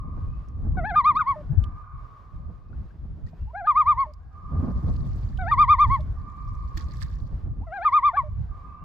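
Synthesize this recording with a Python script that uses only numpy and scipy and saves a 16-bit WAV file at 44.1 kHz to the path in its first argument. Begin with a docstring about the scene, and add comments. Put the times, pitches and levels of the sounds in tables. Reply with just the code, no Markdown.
"""The bank of a small lake, a stereo pair of microphones facing the forest on the far shore.
Out on the water a loon gives four tremolo calls: harmonics of the syrinx, shaped by throat and bill,
that start low, break upward and warble about ten times a second. The forest returns each call as a long,
blurred echo. Wind rumbles on the microphones; close by, something dry rustles and ticks and bubbles
plip in the ripples. Far off, a small bird whistles."""
import sys
import numpy as np
from scipy import signal
from scipy.fft import rfft, irfft, next_fast_len
from scipy.io import wavfile
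from scipy.ndimage import uniform_filter1d, map_coordinates

SR = 44100
rng = np.random.default_rng(int(sys.argv[2]) if len(sys.argv) > 2 else 0)


def generate_wav(signal):
    """Clip the signal to [-1, 1] and save it as 16-bit WAV at the path in sys.argv[1]."""
    frames = np.transpose(np.atleast_2d(signal))
    scaled = np.clip(frames, -1, 1) * 32767
    pcm = np.round(scaled).astype(np.int16)
    wavfile.write(sys.argv[1], SR, pcm)


N = 389844
TIME = np.arange(N) / SR

# quiet air over the lake: f/Hz, relative level/dB
AIR_SPECTRUM = [(100, 0), (500, -5), (1000, -7), (1600, -13), (2500, -23), (5000, -29), (10000, -46),
                (13000, -42), (16000, -45)]
# songbird, far off: t/s, length/s, first f/Hz, last f/Hz, relative level/dB
WHISTLES = [(0.07, 0.17, 2410, 2650, -77), (2.5, 0.19, 2520, 2660, -83.5), (3.143, 0.12, 2465, 2820, -80.5),
            (7.472, 0.17, 2650, 2940, -79), (8.52, 0.2, 2560, 2900, -78)]
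# bubbles in the ripples at the bank: t/s, level/dB, starting f/Hz
PLIPS = [(2.729, -51, 1370), (2.905, -56, 1530), (3.271, -56, 1820), (3.331, -46.5, 658)]

# dry rustling, close by: t/s, level/dB, length/s
RUSTLES = [(3.288, -68, 0.038), (5.068, -65.5, 0.82), (5.94, -59.5, .1), (6.546, -72, 0.83),
           (6.777, -41, 0.01), (6.799, -53.5, 0.065), (7, -62, 0.24), (7.025, -46.5, 0.022),
           (7.075, -67.5, 0.38)]
# colour of the rustling: f/Hz, gain/dB
RUSTLE_COLOUR = [(300, -13), (1800, 3), (2700, -7.5), (4600, -0.5), (7500, -12), (10500, -24.5),
                 (12700, -16.5), (15500, -23.5)]
# small ticks and snaps, close by: t/s, level/dB, f/Hz
TICKS = [(.485, -60, 5450), (1.639, -41.5, 2950), (4.136, -52.5, 4900), (4.89, -60.5, 4150),
         (5.373, -47.5, 3240), (6.006, -52, 3620), (6.551, -61, 5950), (6.774, -40, 4200),
         (7.01, -64, 5100)]

# wind on the microphones, swelling and dropping: t/s, rumble level/dB, flutter level/dB
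WIND_LEVEL = [(0, -34.5, -51.5), (0.719, -45, -60.5), (0.829, -38.5, -44.5), (1.531, -41, -50),
              (1.839, -48.5, -71), (2.272, -55, -66), (3.42, -48.5, -51.5), (3.832, -41, -71.5),
              (4.42, -43, -59), (4.561, -26, -35), (5.73, -29, -50), (6.2, -28, -53.5), (6.28, -43, -45),
              (6.48, -31, -53.5), (7.62, -30, -45), (7.738, -47, -74), (8.401, -41.5, -61.6),
              (8.84, -43.5, -52.5)]
# gusts on top of it: t/s, length/s, rumble change/dB, flutter change/dB
GUSTS = [(0.28, 0.38, 9.5, 11), (0.7, 0.29, 22, 23.5), (1.63, 0.32, 16, 13), (1.99, 0.24, 13.5, 3),
         (2.43, 0.35, 20, 13), (2.78, 0.19, 21, 12.5), (3.07, 0.25, 18, 6), (3.25, 0.056, 19.5, 2.6),
         (3.44, 0.13, 20, -14.5), (3.93, 0.15, 6.5, 11), (4.64, 0.14, -4.5, 7.5), (4.89, 0.14, 4, 11),
         (5.9, 0.11, 7.5, 13), (8.38, 0.34, 14.5, 4.5)]
# the wind's deep rumble and its higher flutter: f/Hz, relative level/dB
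RUMBLE_SPECTRUM = [(12, -32.5), (20, -0.5), (50, 8.5), (85, 5.5), (145, -7), (240, -27), (400, -40),
                   (900, -82.5)]
FLUTTER_SPECTRUM = [(70, -11), (150, 8), (250, -0.5), (400, -13.5), (700, -19), (1500, -33.5),
                    (3000, -61.5), (6000, -75)]
# buffets and knocks on the microphones: t/s, f/Hz, level/dB, half length/s, left minus right/dB
BUFFETS = [(1.513, 135, -20, .035, 12), (1.585, 85, -10.5, .025, 14), (1.612, 60, -20, .06, 10),
           (4.59, 80, -16, .06, 0), (4.64, 250, -25, .03, -8), (6.78, 310, -40, .02, 0)]

# colour of the far shore's echo and of the near bank's scatter: f/Hz, gain/dB
SHORE_COLOUR = [(600, -6), (950, -2), (1220, -5), (1600, -2.5), (2400, -9.5), (4000, -31.5)]
BANK_COLOUR = [(700, 0.5), (1200, 0), (2400, 3.5), (3500, 5.5), (5000, 6), (8000, 0)]
# the housing shades its two microphones differently: f/Hz, left minus right/dB
MIC_SHADING = [(700, -0.5), (1230, 1.3), (1750, 10.5), (2150, 1), (2450, -4), (4000, -13.5), (5000, -15)]

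# loon's phrases, two in the last call: start t/s, upward break t/s, end t/s, brightness/(dB per octave)
PHRASES = [(0.77, 0.957, 1.357, 0), (3.533, 3.67, 4.064, -4), (5.387, 5.513, 5.992, 1),
           (7.668, 7.849, 8.126, 0), (8.131, 8.168, 8.229, -0.5)]
# warble crests in the reedy low register and the loud high one: t/s, f/Hz, relative level/dB
LOW_CRESTS = [(.772, 748, -32), (.883, 869, -30), (.981, 903, -32), (3.587, 824.5, -34), (3.68, 882, -34.5),
              (5.402, 755, -36), (5.512, 935, -28), (7.655, 696, -39), (7.756, 812, -34.5),
              (7.855, 902, -31), (8.185, 899, -31)]
HIGH_CRESTS = [(.977, 1213, -13.5), (1.083, 1228, -13.5), (1.192, 1275, -18.5), (1.297, 1124, -16),
               (3.687, 1221, -14.5), (3.792, 1240, -13.5), (3.897, 1213, -14.5), (4.009, 1106, -15),
               (5.51, 1218, -13.5), (5.613, 1214, -12.5), (5.717, 1218, -12.5), (5.821, 1205, -13),
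               (5.934, 1113, -15), (7.857, 1224, -14.5), (7.96, 1225, -14.5), (8.064, 1198, -14.5),
               (8.169, 1163, -14)]
# each register is loudest at one pitch and fades away from it: f/Hz, gain/dB
LOW_VOICING = [(610, -8.5), (655, -5), (720, 2), (790, -1), (900, -6)]
HIGH_VOICING = [(870, -28), (940, -24), (1020, -10), (1110, -4), (1220, 0.5), (1290, -9)]
# soft closing notes, an octave under the high crests: t/s, length/s, level/dB
CLOSING_NOTES = [(1.36, 0.06, -37), (4.065, .053, -45), (5.994, 0.022, -43.5), (8.235, 0.051, -40.5)]
# thin tones where the voice starts or splits in two: t/s, length/s, first f/Hz, last f/Hz, level/dB
SECOND_TONES = [(0.748, 0.02, 1039, 1140, -53.5), (1.194, 0.018, 1471, 1390, -25),
                (3.472, 0.046, 827, 1010, -59), (7.61, 0.047, 725, 1060, -53)]
# resonances of throat and bill: f/Hz, gain/dB
THROAT_RESONANCES = [(550, 25.5), (800, 1.5), (1220, -3), (1500, -6), (1800, -6.5), (2450, -22.5),
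                     (2900, -43), (3600, -35), (4400, -34.5), (5000, -51), (6000, -57.5), (7400, -58),
                     (8600, -59), (10000, -83.5)]
# air through the syrinx: f/Hz, relative level/dB
RASP_SPECTRUM = [(600, -22), (1400, 0), (2300, -1), (2900, -15), (3600, -17), (5000, -27), (9000, -48)]

CROSSFADE_S = .011  # the voice takes this long to start, stop or change register


def gain_of(db):
    """Decibels to amplitude."""
    return 10 ** (np.asarray(db) / 20)


def unit_rms(x):
    """Scales to rms 1."""
    return x / np.sqrt(np.mean(x ** 2) + 1e-20)


def db_at(points, hz):
    """Reads a spectrum along a log-frequency axis."""
    f, db = np.transpose(points)
    return np.interp(np.log(hz + 1), np.log(f + 1), db)


def add(mix, s, sound):
    """Mixes a sound in at time s."""
    part = mix[max(round(s * SR), 0):][:len(sound)]
    part += sound[:len(part)]


def coloured(x, points):
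    """Filters by a spectrum in dB."""
    size = x.shape[-1]
    return irfft(rfft(x) * gain_of(db_at(points, np.fft.rfftfreq(size, 1 / SR))), size)


def waver(size, hz):
    """Slow random motion of rms 1, up to about hz."""
    length = next_fast_len(size + 4096, True)
    lowpass = np.exp(-(np.fft.rfftfreq(length, 1 / SR) / hz) ** 2)
    return unit_rms(irfft(rfft(rng.standard_normal(length)) * lowpass, length))[:size]


def white_pair(size, alike):
    """White noise at two microphones that share the fraction `alike` of its power."""
    shared, *own = rng.standard_normal((3, size))
    return np.sqrt(alike) * shared + np.sqrt(1 - alike) * np.array(own)


def noise_pair(points, alike):
    """Coloured noise of rms 1 at the two microphones."""
    return unit_rms(coloured(white_pair(N, alike), points))


def panned(x, left_db):
    """Places a sound by the level difference between left and right."""
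    return x * gain_of([[left_db / 2], [-left_db / 2]])


def glide(course, jitter, shimmer_db, fade_s):
    """Pitch, phase and amplitude of a slightly unsteady tone along rows of t/s, f/Hz, level/dB."""
    s, hz, db = np.transpose(course)
    t = np.arange(s[0] - fade_s / 2, s[-1] + fade_s / 2, 1 / SR)
    row = [np.interp(t, np.sort(s), np.arange(len(s)))]
    hz, db = (map_coordinates(column, row, order=3, mode="nearest") for column in (hz, db))
    hz = hz * (1 + jitter * waver(len(t), 520))
    edges = signal.windows.tukey(len(t), min(2 * fade_s * SR / len(t), 1))
    amplitude = np.sqrt(2) * gain_of(db + shimmer_db * waver(len(t), 56)) * edges
    return hz, 2 * np.pi * np.cumsum(hz) / SR, amplitude


def scatter(x, delay_s, rise_s, t60_s, alike):
    """Countless small reflections that swell after a delay and die away."""
    age = np.maximum(np.arange(3 * SR) / SR - delay_s, 0)
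    taps = white_pair(len(age), alike) * (1 - np.exp(-age / rise_s)) * gain_of(-60 * age / t60_s)
    return signal.fftconvolve(x[None], taps / np.linalg.norm(taps[0]), axes=1)[:, :len(x)]


def air():
    """All around: the faint, wavering hush of the air over the lake."""
    return noise_pair(AIR_SPECTRUM, alike=.65) * gain_of(-61.5 + 2.7 * waver(N, 5.6))


def songbird():
    """Far off: thin rising whistles, blurred by the trees."""
    song = np.zeros(N)
    for s, length, first_hz, last_hz, db in WHISTLES:
        course = [(s, first_hz, db), (s + length, last_hz, db)]
        _, phase, amplitude = glide(course, jitter=.0059, shimmer_db=5, fade_s=.36)
        add(song, s, amplitude * np.sin(phase))
    return .5 * song + .6 * scatter(song, delay_s=.005, rise_s=.005, t60_s=.5, alike=.4)


def ripples():
    """At the bank, to the left: each small bubble rings briefly and rises in pitch."""
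    water, t = np.zeros(N), np.arange(SR // 12) / SR
    attack = 1 - np.exp(-t / .00088)
    for s, db, hz in PLIPS:
        ring = np.sin(2 * np.pi * hz * (t + 4.4 * t ** 2))
        add(water, s, ring * attack * gain_of(db - 60 * t / .044))
    return panned(water, left_db=16)


def rustling():
    """Close on the right: clumps of tiny dry crackles, each ringing at one of many pitches."""
    clumps = sum(gain_of(db) * np.exp(-(2 * (TIME - s) / length) ** 2) for s, db, length in RUSTLES)
    crackles = np.zeros((2, N))
    for hz in np.geomspace(700, 14000, 14):
        clicks = rng.standard_normal((2, N)) * (rng.random(N) < 400 / SR)  # about 400 a second
        clicks *= gain_of(5 * waver(N, 50))
        crackles += signal.lfilter(*signal.iirpeak(hz, Q=6, fs=SR), clicks)
    rustle = unit_rms(coloured(crackles, RUSTLE_COLOUR)) * (clumps + gain_of(-88))
    return panned(rustle, left_db=-7)


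def ticking():
    """Close on the right: sharper snaps, each a burst of noise through one resonance."""
    ticks, t = np.zeros(N), np.arange(SR // 25) / SR
    for s, db, hz in TICKS:
        snap = rng.standard_normal(len(t)) * gain_of(-60 * t / .025)
        ring = signal.lfilter(*signal.iirpeak(hz, Q=7, fs=SR), snap)
        add(ticks, s, gain_of(db) * ring / abs(ring).max())
    return panned(ticks, left_db=-10)


def wind():
    """Right on the microphones: eddies press in a lumpy rumble, a flutter and a few single buffets."""
    s, *levels = np.transpose(WIND_LEVEL)
    rumble_db, flutter_db = (np.interp(TIME, s, db) for db in levels)
    for at, length, rumble_change, flutter_change in GUSTS:
        gust = np.exp(-(2 * (TIME - at) / length) ** 2)
        rumble_db += rumble_change * gust
        flutter_db += flutter_change * gust
    rumble = noise_pair(RUMBLE_SPECTRUM, alike=.65) * gain_of(3 * waver(N, 14))
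    rumble /= np.sqrt(uniform_filter1d((rumble ** 2).mean(0), SR // 8))  # only the quick lumps stay
    rumble *= gain_of(rumble_db)
    flutter = noise_pair(FLUTTER_SPECTRUM, alike=.74) * gain_of(flutter_db + 3.7 * waver(N, 20))
    buffets = np.zeros((2, N))
    for at, hz, db, half_length, left_db in BUFFETS:
        t = np.arange(-half_length, half_length, 1 / SR)
        push = -gain_of(db) * np.cos(2 * np.pi * hz * t) * np.hanning(len(t)) ** 2
        for channel, sound in zip(buffets, panned(push, left_db)):
            add(channel, at - half_length, sound)
    return panned(rumble + flutter, left_db=-.83) + buffets


def far_shore(voice):
    """Across the lake: the tree line throws the call back and the forest behind draws it out."""
    earlier = np.zeros(2 * SR)  # the echo of an earlier call still hangs in the air at the start
    add(earlier, .85, voice[round(3.5 * SR):round(4.2 * SR)])
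    calls = coloured(np.concatenate([earlier, voice]), SHORE_COLOUR)
    tree_line = gain_of(-27.5) * scatter(calls, delay_s=.63, rise_s=.0031, t60_s=.84, alike=.66)
    forest = gain_of(-25.5) * scatter(calls, delay_s=.66, rise_s=.038, t60_s=2.9, alike=.11)
    return (tree_line + forest)[:, -N:]


def near_bank(voice):
    """Around the microphones: the bank scatters the call in a quick splash and a softer tail."""
    splash = gain_of(-27.5) * scatter(voice, delay_s=.008, rise_s=.003, t60_s=.15, alike=.4)
    tail = gain_of(-32.5) * scatter(voice, delay_s=.022, rise_s=.0069, t60_s=.73, alike=.39)
    return coloured(splash + tail, BANK_COLOUR)


def direct_path(voice, lead_s=.000052):
    """Straight over the water: the call reaches the right microphone first; the housing shades each."""
    early = np.interp(TIME + lead_s, TIME, voice)
    left = coloured(voice, [(hz, db / 2) for hz, db in MIC_SHADING])
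    right = coloured(early, [(hz, -db / 2) for hz, db in MIC_SHADING])
    return np.array([left, right])


def warble(crests, voicing, start, end, break_s, trough_hz, sag_hz_per_s, approach_s):
    """Pitch swings from crests to troughs that sink away from the break; loudness follows pitch."""
    period_s, crest_breadth = .11, 2.8
    s, crest_hz, crest_db = np.transpose([row for row in crests if start - .04 < row[0] < end + .04])
    t = np.linspace(start, end, round((end - start) / .002))
    turns = np.interp(t, np.r_[s[0] - approach_s, s, s[-1] + period_s], np.arange(len(s) + 2))
    dip = abs(np.sin(np.pi * turns)) ** crest_breadth
    nearest = np.clip(np.round(turns).astype(int) - 1, 0, len(s) - 1)
    floor_hz = trough_hz - sag_hz_per_s * abs(t - break_s)
    hz = (1 - dip) * crest_hz[nearest] + dip * floor_hz
    onset_db = -9.5 * np.exp(-(t - start) / .006)  # each register starts soft and swells to full voice
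    return np.transpose([t, hz, np.interp(t, s, crest_db) + db_at(voicing, hz) + onset_db])


def syrinx(course, harmonics, loud_db, tilt_db, even_db, top_db, jitter):
    """Harmonics of the syrinx sweep through the throat's resonances; breath rasps with each cycle."""
    hz, phase, amplitude = glide(course, jitter, shimmer_db=.4, fade_s=CROSSFADE_S)
    s, pitch, _ = np.transpose(course)
    t = s[0] + np.arange(len(hz)) / SR
    # the vibration turns chaotic for a moment wherever the voice breaks upward
    breaking = sum(np.exp(-((t - break_s - .005) / .0064) ** 2) for _, break_s, *_ in PHRASES)
    chaos = .25 * breaking * waver(len(t), 450)
    k = np.arange(1, harmonics + 1)[:, None]
    softness_db = np.minimum(20 * np.log10(amplitude + 1e-4) - loud_db, 0)
    harmonic_db = (tilt_db + .3 * softness_db) * np.log2(k)  # a softer voice is purer
    harmonic_db += even_db * (k % 2 == 0) + top_db * (k > 3)
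    flicker = np.array([waver(len(t), 76) for _ in k])
    harmonic_db += 6.1 * flicker * np.minimum((k - 1) / 3, 1.2)  # high overtones come and go
    harmonic_db += db_at(THROAT_RESONANCES, k * hz) - db_at(THROAT_RESONANCES, hz)
    climb_hz_per_s = np.interp(t, s, np.gradient(pitch, s))
    harmonic_db += 3 * np.tanh(climb_hz_per_s / 2800) * (k * hz > 3800)  # bright rising, dull falling
    tone = (gain_of(harmonic_db) * np.sin(k * phase + chaos)).sum(0)
    rasp = unit_rms(coloured(rng.standard_normal(len(t)), RASP_SPECTRUM)) * (1 + np.cos(phase))
    rasp_gain = np.sqrt(amplitude * gain_of(loud_db)) * (gain_of(-49) + gain_of(-32) * breaking)
    return amplitude * tone + rasp_gain * rasp


def loon():
    """On the water: the voice warbles low and reedy, breaks upward and drops to a closing note."""
    voice, lead_s = np.zeros(N), CROSSFADE_S / 2
    for start, break_s, end, bright_db in PHRASES:
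        low = warble(LOW_CRESTS, LOW_VOICING, start, break_s, break_s,
                     trough_hz=694, sag_hz_per_s=450, approach_s=.11)
        high = warble(HIGH_CRESTS, HIGH_VOICING, break_s, end, break_s,
                      trough_hz=947.5, sag_hz_per_s=170, approach_s=.18)
        add(voice, start - lead_s, syrinx(
            low, harmonics=5, loud_db=-34, tilt_db=bright_db + 2, even_db=4, top_db=-6.5, jitter=.0031))
        add(voice, break_s - lead_s, syrinx(
            high, harmonics=7, loud_db=-19, tilt_db=bright_db - 3.5, even_db=-3, top_db=-2.5,
            jitter=.0014))
    closing_hz, sag_hz_per_s, fade_db_per_s = 618, 540, 130
    for s, length, db in CLOSING_NOTES:
        fall = [(s, closing_hz, db),
                (s + length, closing_hz - sag_hz_per_s * length, db - fade_db_per_s * length)]
        add(voice, s - lead_s, syrinx(
            fall, harmonics=4, loud_db=-30, tilt_db=.5, even_db=5, top_db=-7.5, jitter=.0043))
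    for s, length, first_hz, last_hz, db in SECOND_TONES:
        course = [(s, first_hz, db), (s + length, last_hz, db)]
        _, phase, amplitude = glide(course, jitter=.013, shimmer_db=-4.5, fade_s=CROSSFADE_S)
        add(voice, s - lead_s, amplitude * np.sin(phase))
    return voice


def scene():
    """Everything that reaches the two microphones on the bank."""
    hush = air()
    voice = loon()
    calls = direct_path(voice) + near_bank(voice) + far_shore(voice)
    return hush + calls + wind() + rustling() + ticking() + ripples() + songbird()


def record(dry):
    """The recorder's band limit."""
    lowpass = signal.firwin(511, cutoff=15800, window=("kaiser", 9), fs=SR)
    return signal.oaconvolve(dry, lowpass[None], "same")


dry = scene()
out = record(dry)
generate_wav(out)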